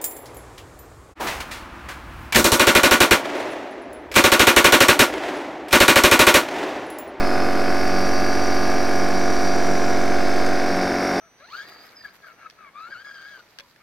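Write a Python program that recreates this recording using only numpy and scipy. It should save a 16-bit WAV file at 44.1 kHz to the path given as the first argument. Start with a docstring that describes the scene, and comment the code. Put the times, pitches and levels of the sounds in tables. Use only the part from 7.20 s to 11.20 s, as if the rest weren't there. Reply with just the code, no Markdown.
"""A steady, knocking hum with a bright hiss on top: a nebulizer running in a workshop.
The piston compressor's valves knock and puff air on every turn; motor torque ripple adds a flutter.
The jet hisses and spits in its plastic cup, whose resonances shift as the hand moves.
The plastic ticks once, late, over a low handling rumble. Close and nearly mono."""
import sys
import numpy as np
from scipy import signal
from scipy.fft import rfft, irfft, next_fast_len
from scipy.io import wavfile
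from scipy.ndimage import uniform_filter1d, map_coordinates

SR = 44100
rng = np.random.default_rng(int(sys.argv[2]) if len(sys.argv) > 2 else 0)


def unload_audio(sound):
    """Save the sound as a 16-bit wav file, at the path given as the first command line argument."""
    columns = np.transpose(np.atleast_2d(sound))
    # keep every value between -1 and 1, then stretch to whole-number steps
    steps = np.round(np.clip(columns, -1, 1) * 32767)
    wavfile.write(sys.argv[1], SR, steps.astype(np.int16))


N = 176400
SHAFT_HZ = 46.316


def amp(db):
    return 10 ** (np.asarray(db) / 20)


def unit(x):
    return x / np.sqrt(np.mean(x ** 2) + 1e-20)


def curves(rows, t):
    """Each column after the first, interpolated at times t."""
    times, *columns = np.transpose(rows)
    return [np.interp(t, times, column) for column in columns]


def wobble(rate_hz):
    """Smooth random curve, rate_hz knots a second."""
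    knots = rng.standard_normal(int(N * rate_hz / SR) + 6)
    coarse = map_coordinates(knots, [1 + np.arange(0, N, 32) * rate_hz / SR])
    return np.interp(np.arange(N), np.linspace(0, N, len(coarse)), coarse)


def filtered(x, response):
    """Zero-phase filter, gain response(f/Hz)."""
    size = next_fast_len(N + SR // 2)
    return irfft(rfft(x, size) * response(np.fft.rfftfreq(size, 1 / SR)), size)[..., :N]


def bell(x, centre, width):
    """Gaussian of height 1, full width at half height."""
    return .5 ** ((2 * (x - centre) / width) ** 2)


def colour(spectrum, peaks=()):
    """Response: a broad spectrum on a log frequency axis, plus resonances."""
    knots_hz, knots_db = np.transpose(spectrum)

    def response(f):
        broad_db = np.interp(np.log(f + 1), np.log(knots_hz + 1), knots_db)
        return amp(broad_db + sum(db * bell(f, hz, width) for hz, width, db in peaks))
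    return response


def puff(turn, at, length):
    """One swell per shaft turn; at and length in turns."""
    return bell((turn - at + .5) % 1, 0.51, length)


# Pump harmonics: shaft order, relative level/dB
HUM_ORDERS = [(4, -37), (5, -36), (6, -30.5), (7, -42), (8, -33.5), (9, -39), (10, -43.4), (11, -52),
              (12, -35), (13, -35.5), (14, -37.5), (15, -31), (16, -31.5), (17, -63.5), (18, -46.5),
              (19, -44), (20, -56), (21, -44), (22, -66.5), (23, -41.5), (24, -49), (25, -52), (26, -41.2),
              (27, -47.5), (28, -60.5), (29, -44), (30, -79), (31, -40), (32, -41.5), (33, -42), (34, -62),
              (35, -42), (36, -40), (37, -45.5), (38, -43.5), (39, -69), (40, -69.5), (41, -46), (42, -75),
              (43, -48), (44, -53), (45, -48), (46, -44.5), (47, -48), (48, -47.5), (49, -43), (50, -53),
              (51, -64.1), (52, -59), (53, -71), (54, -48.5), (55, -57), (56, -53.5), (57, -57),
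              (58, -62.5), (59, -60), (60, -56), (66, -65.7), (68, -58), (76, -61), (77, -71.5),
              (78, -55.5), (79, -61.0)]
# Valve knocks: position/turns, f/Hz, half-width/octaves, level/dB
VALVE_KNOCKS = [(.3, 1700, .6, -7.5), (.385, 2300, .35, -11), (.37, 653, .51, -2.8), (.472, 197, .51, 1.3),
                (.553, 691, .42, -8.6), (.814, 730, .38, -1.2), (.814, 327, .46, -.2)]
# Hum bands that vary as the hand moves: f/Hz, width/Hz
HAND_BANDS = [(1200, 190), (2100, 300), (2550, 350)]
# Their gains: t/s, low/dB, middle/dB, high/dB
HAND_GAINS = [(0, 4.5, -1, 2), (.9, 3, -2, 1.5), (1.6, 2, -4, 0), (2.2, -0.5, -2.5, -7), (2.8, -3.5, 1, -5),
              (3.4, -7, 2.5, -2), (4, -0.5, 4.5, -3)]


def compressor_hum(turn, t, gain_db=-0.4, echo_share=.23, max_drift=0.33, full_drift_hz=1820):
    """Knocks fuse into shaft harmonics, each with its own room echo, wavering as the microphone moves."""
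    out = np.zeros(N)
    band_gains_db = curves(HAND_GAINS, t)
    for order, db in HUM_ORDERS:
        hz = order * SHAFT_HZ
        # Knocks and echo set only the phase.
        direct = sum(amp(knock_db) * bell(np.log2(hz), np.log2(knock_hz), 2 * octaves)
                     * np.exp(-2j * np.pi * order * at)
                     for at, knock_hz, octaves, knock_db in VALVE_KNOCKS)
        echo = echo_share * (rng.normal() + 1j * rng.normal())
        phase = 2 * np.pi * order * turn + np.angle(direct + echo)
        drift = max_drift * min(hz / full_drift_hz, 1)
        swell = np.exp(drift * wobble(rate_hz=0.8))
        harmonic = swell * np.cos(phase + drift * wobble(rate_hz=0.8))
        hand_db = sum(band_db * bell(hz, *band) for band_db, band in zip(band_gains_db, HAND_BANDS))
        out += amp(db + hand_db) * unit(harmonic)
    return amp(gain_db) * out


# Air noise in the pump: f/Hz, density/dB
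RUSH_SPECTRUM = [(30, -1), (95, -3), (135, -2), (170, -2.5), (260, -0.5), (340, -2), (410, 0), (490, 3),
                 (580, -2.5), (660, 0), (740, 1.5), (900, -2), (1200, -2.5), (1600, -1.5), (1950, -8.5),
                 (2400, -8.5), (2900, -18), (3600, -19.5), (5000, -38)]
# Case resonances: f/Hz, width/Hz, gain/dB
CASE_MODES = [(183, 12, 10), (782, 58, 7)]


def air_rush(turn, level_db=-29.0, puff_db=3):
    """Air puffs through the valves and rings the case."""
    air = rng.standard_normal(N) * amp(puff_db * puff(turn, at=0.24, length=0.51))
    return amp(level_db) * unit(filtered(air, colour(RUSH_SPECTRUM, CASE_MODES)))


# Beat tones: shaft multiple, ripple multiple, rms level/dB
MOTOR_BEATS = [(0, 1, -49), (5, 1, -39), (2, 2, -46), (3, 2, -40), (5, 2, -41), (6, 2, -47), (1, 3, -38),
               (2, 3, -46), (3, 3, -48), (-1, 4, -42), (-3, 5, -44), (0, 5, -45), (3, 5, -46), (6, 5, -47)]


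def motor_flutter(turn, t, ripple_hz=100.09):
    """The motor slips behind the mains, so its torque ripple beats with the shaft."""
    out = np.zeros(N)
    for shaft_order, ripple_order, db in MOTOR_BEATS:
        cycles = shaft_order * turn + ripple_order * ripple_hz * t + rng.random()
        out += amp(db) * unit(np.sin(2 * np.pi * cycles))
    return out


# Jet noise: f/Hz, density/dB
JET_SPECTRUM = [(1500, -15), (3300, -14.5), (4050, -5), (4350, -5), (4750, -.5), (5450, 0), (6000, -7.5),
                (6800, -17), (8200, -21.5), (8700, -17.5), (9600, -20), (11200, -20), (13000, -28),
                (14600, -34), (15500, -29)]
# Mouthpiece resonances: f/Hz, width/Hz, gain/dB
MOUTHPIECE_MODES = [(6290, 200, 4), (7470, 160, 5)]
# Hiss envelope: t/s, gain/dB
JET_GAIN = [(0, -39), (.6, -37.5), (1.2, -37), (2, -37.5), (2.6, -37.5), (3.05, -37.5), (3.5, -37.5),
            (4, -38)]


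def jet_hiss(turn, t, stroke_db=3.5, return_db=3.0, between_db=1.0, sputter_db=0.63):
    """The jet pulses with the pump, sputters with liquid and sounds through the cup."""
    flow_db = (stroke_db * puff(turn, at=0.44, length=0.28)
               + return_db * puff(turn, at=0.82, length=0.4)
               + between_db * puff(turn, at=0.14, length=.25))
    turbulence = rng.standard_normal(N) * amp(flow_db + sputter_db * wobble(rate_hz=400))
    hiss = unit(filtered(turbulence, colour(JET_SPECTRUM, MOUTHPIECE_MODES)))
    return cup(hiss) * amp(curves(JET_GAIN, t)[0])


# Cup resonances: t/s, lower gain/dB, upper f/Hz, upper gain/dB
CUP_MODES = [(0, 7, 5080, 7), (.45, 4, 5350, 1.5), (.7, 7.5, 5750, 6.5), (1.2, 11, 5780, 9),
             (1.7, 6.5, 5750, 8.5), (2.3, 9.5, 5800, 11), (2.7, -1, 5800, 10), (2.95, 1, 6100, 6),
             (3.25, 5, 6230, 2), (3.5, 5, 5520, 6.5), (4, 6, 5700, 8)]
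# Airy top of the hiss: t/s, gain/dB
AIR_GAIN = [(0, 3), (1.1, 3), (1.8, 0.5), (2.8, -2), (4, -1)]
# Sizzle band: t/s, gain/dB
SIZZLE_GAIN = [(0, -2), (1.4, -1), (2.4, 4.5), (3.2, 2), (3.5, 0), (4, 0)]


def cup(hiss, lower_hz=4660, air_hz=11500, sizzle_hz=7500, patch_db=1.1):
    """Cup resonances shift with the hand; the treble drifts and slow, narrow patches colour the hiss."""
    f, frame_s, spectrum = signal.stft(hiss, SR, nperseg=512)
    f = f[:, None]
    lower_db, upper_hz, upper_db = curves(CUP_MODES, frame_s)
    modes_db = lower_db * bell(f, lower_hz, width=240) + upper_db * bell(f, upper_hz, width=300)
    air_db = curves(AIR_GAIN, frame_s)[0] * bell(f, air_hz, width=1400)
    sizzle_db = curves(SIZZLE_GAIN, frame_s)[0] * bell(f, sizzle_hz, width=1600)
    patches = uniform_filter1d(rng.standard_normal(spectrum.shape), size=3, axis=0)
    patches = unit(uniform_filter1d(patches, size=130, axis=1))
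    gain = amp(modes_db + air_db + sizzle_db + patch_db * patches)
    return signal.istft(spectrum * gain, SR, nperseg=512)[1][:N]


# Fine spray: f/Hz, density/dB
SPRAY_SPECTRUM = [(5000, -15), (7000, 4.5), (8700, 6.5), (9700, -0.5), (11500, 3), (13000, 1), (14800, -13)]
# Spray envelope: t/s, level/dB
SPRAY_ENVELOPE = [(0, -52), (1.2, -50.5), (2.2, -51), (3, -53.5), (4, -55)]


def nozzle_spray(turn, t, first_db=11, second_db=7, uneven_db=2):
    """Liquid spits from the nozzle twice a turn, never quite alike."""
    burst_db = (first_db * puff(turn, at=.42, length=0.24)
                + second_db * puff(turn, at=0.94, length=0.25)
                + uneven_db * wobble(rate_hz=140))
    bursts = rng.standard_normal(N) * amp(burst_db)
    return unit(filtered(bursts, colour(SPRAY_SPECTRUM))) * amp(curves(SPRAY_ENVELOPE, t)[0])


# Tick and rebound: t/s, gain/dB, f/Hz
PLASTIC_TICKS = [(3.2645, -25, 5600), (3.2762, -41, 12000)]


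def plastic_tick(t, t60_s=.005, width_octaves=1.4):
    """A tiny dry crack of the plastic and its rebound."""
    out = np.zeros(N)
    for start_s, db, hz in PLASTIC_TICKS:
        decay = (t >= start_s) * amp(-60 * abs(t - start_s) / t60_s)
        crack = rng.standard_normal(N) * decay
        out += amp(db) * filtered(crack, lambda f: 2 * bell(np.log2(f + 1), np.log2(hz), width_octaves))
    return out


# Handling noise: f/Hz, density/dB
RUMBLE_SPECTRUM = [(10, -2), (33, -2), (55, -11), (95, -12.5), (130, -22), (300, -36), (900, -66)]
# Rumble envelope: t/s, level/dB
RUMBLE_ENVELOPE = [(0, -30), (.35, -44), (.6, -33.5), (2, -38.5), (3.3, -38), (3.7, -62), (4, -66)]


def handling_rumble(t, side_db=-12):
    """Low handling noise, slightly different in each channel."""
    mid, side = unit(filtered(rng.standard_normal((2, N)), colour(RUMBLE_SPECTRUM)))
    stereo = mid + amp(side_db) * np.array([side, -side])
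    return stereo * amp(curves(RUMBLE_ENVELOPE, t)[0])


def scene(jitter_turns=0.00044):
    """One shaft drives hum, flutter, rush, hiss and spray; tick and rumble are independent."""
    t = np.arange(N) / SR
    turn = SHAFT_HZ * t + jitter_turns * wobble(rate_hz=30)
    pump = compressor_hum(turn, t) + motor_flutter(turn, t) + air_rush(turn)
    mist = jet_hiss(turn, t) + nozzle_spray(turn, t)
    return pump + mist + plastic_tick(t) + handling_rumble(t)


# Zero-line offset: t/s, left/full scale, right/full scale
DC_OFFSET = [(0, -.105, -.16), (3.2, -.129, -.196), (3.35, -.11, -.165), (3.68, -.01, -.015), (3.85, 0, 0)]


def record(dry, cutoff_hz=15650):
    """Brick-wall low-pass, plus a DC offset that settles to zero near the end."""
    offset = np.array(curves(DC_OFFSET, np.arange(N) / SR))
    return filtered(dry, lambda f: f < cutoff_hz) + offset


dry = scene()
out = record(dry)
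unload_audio(out)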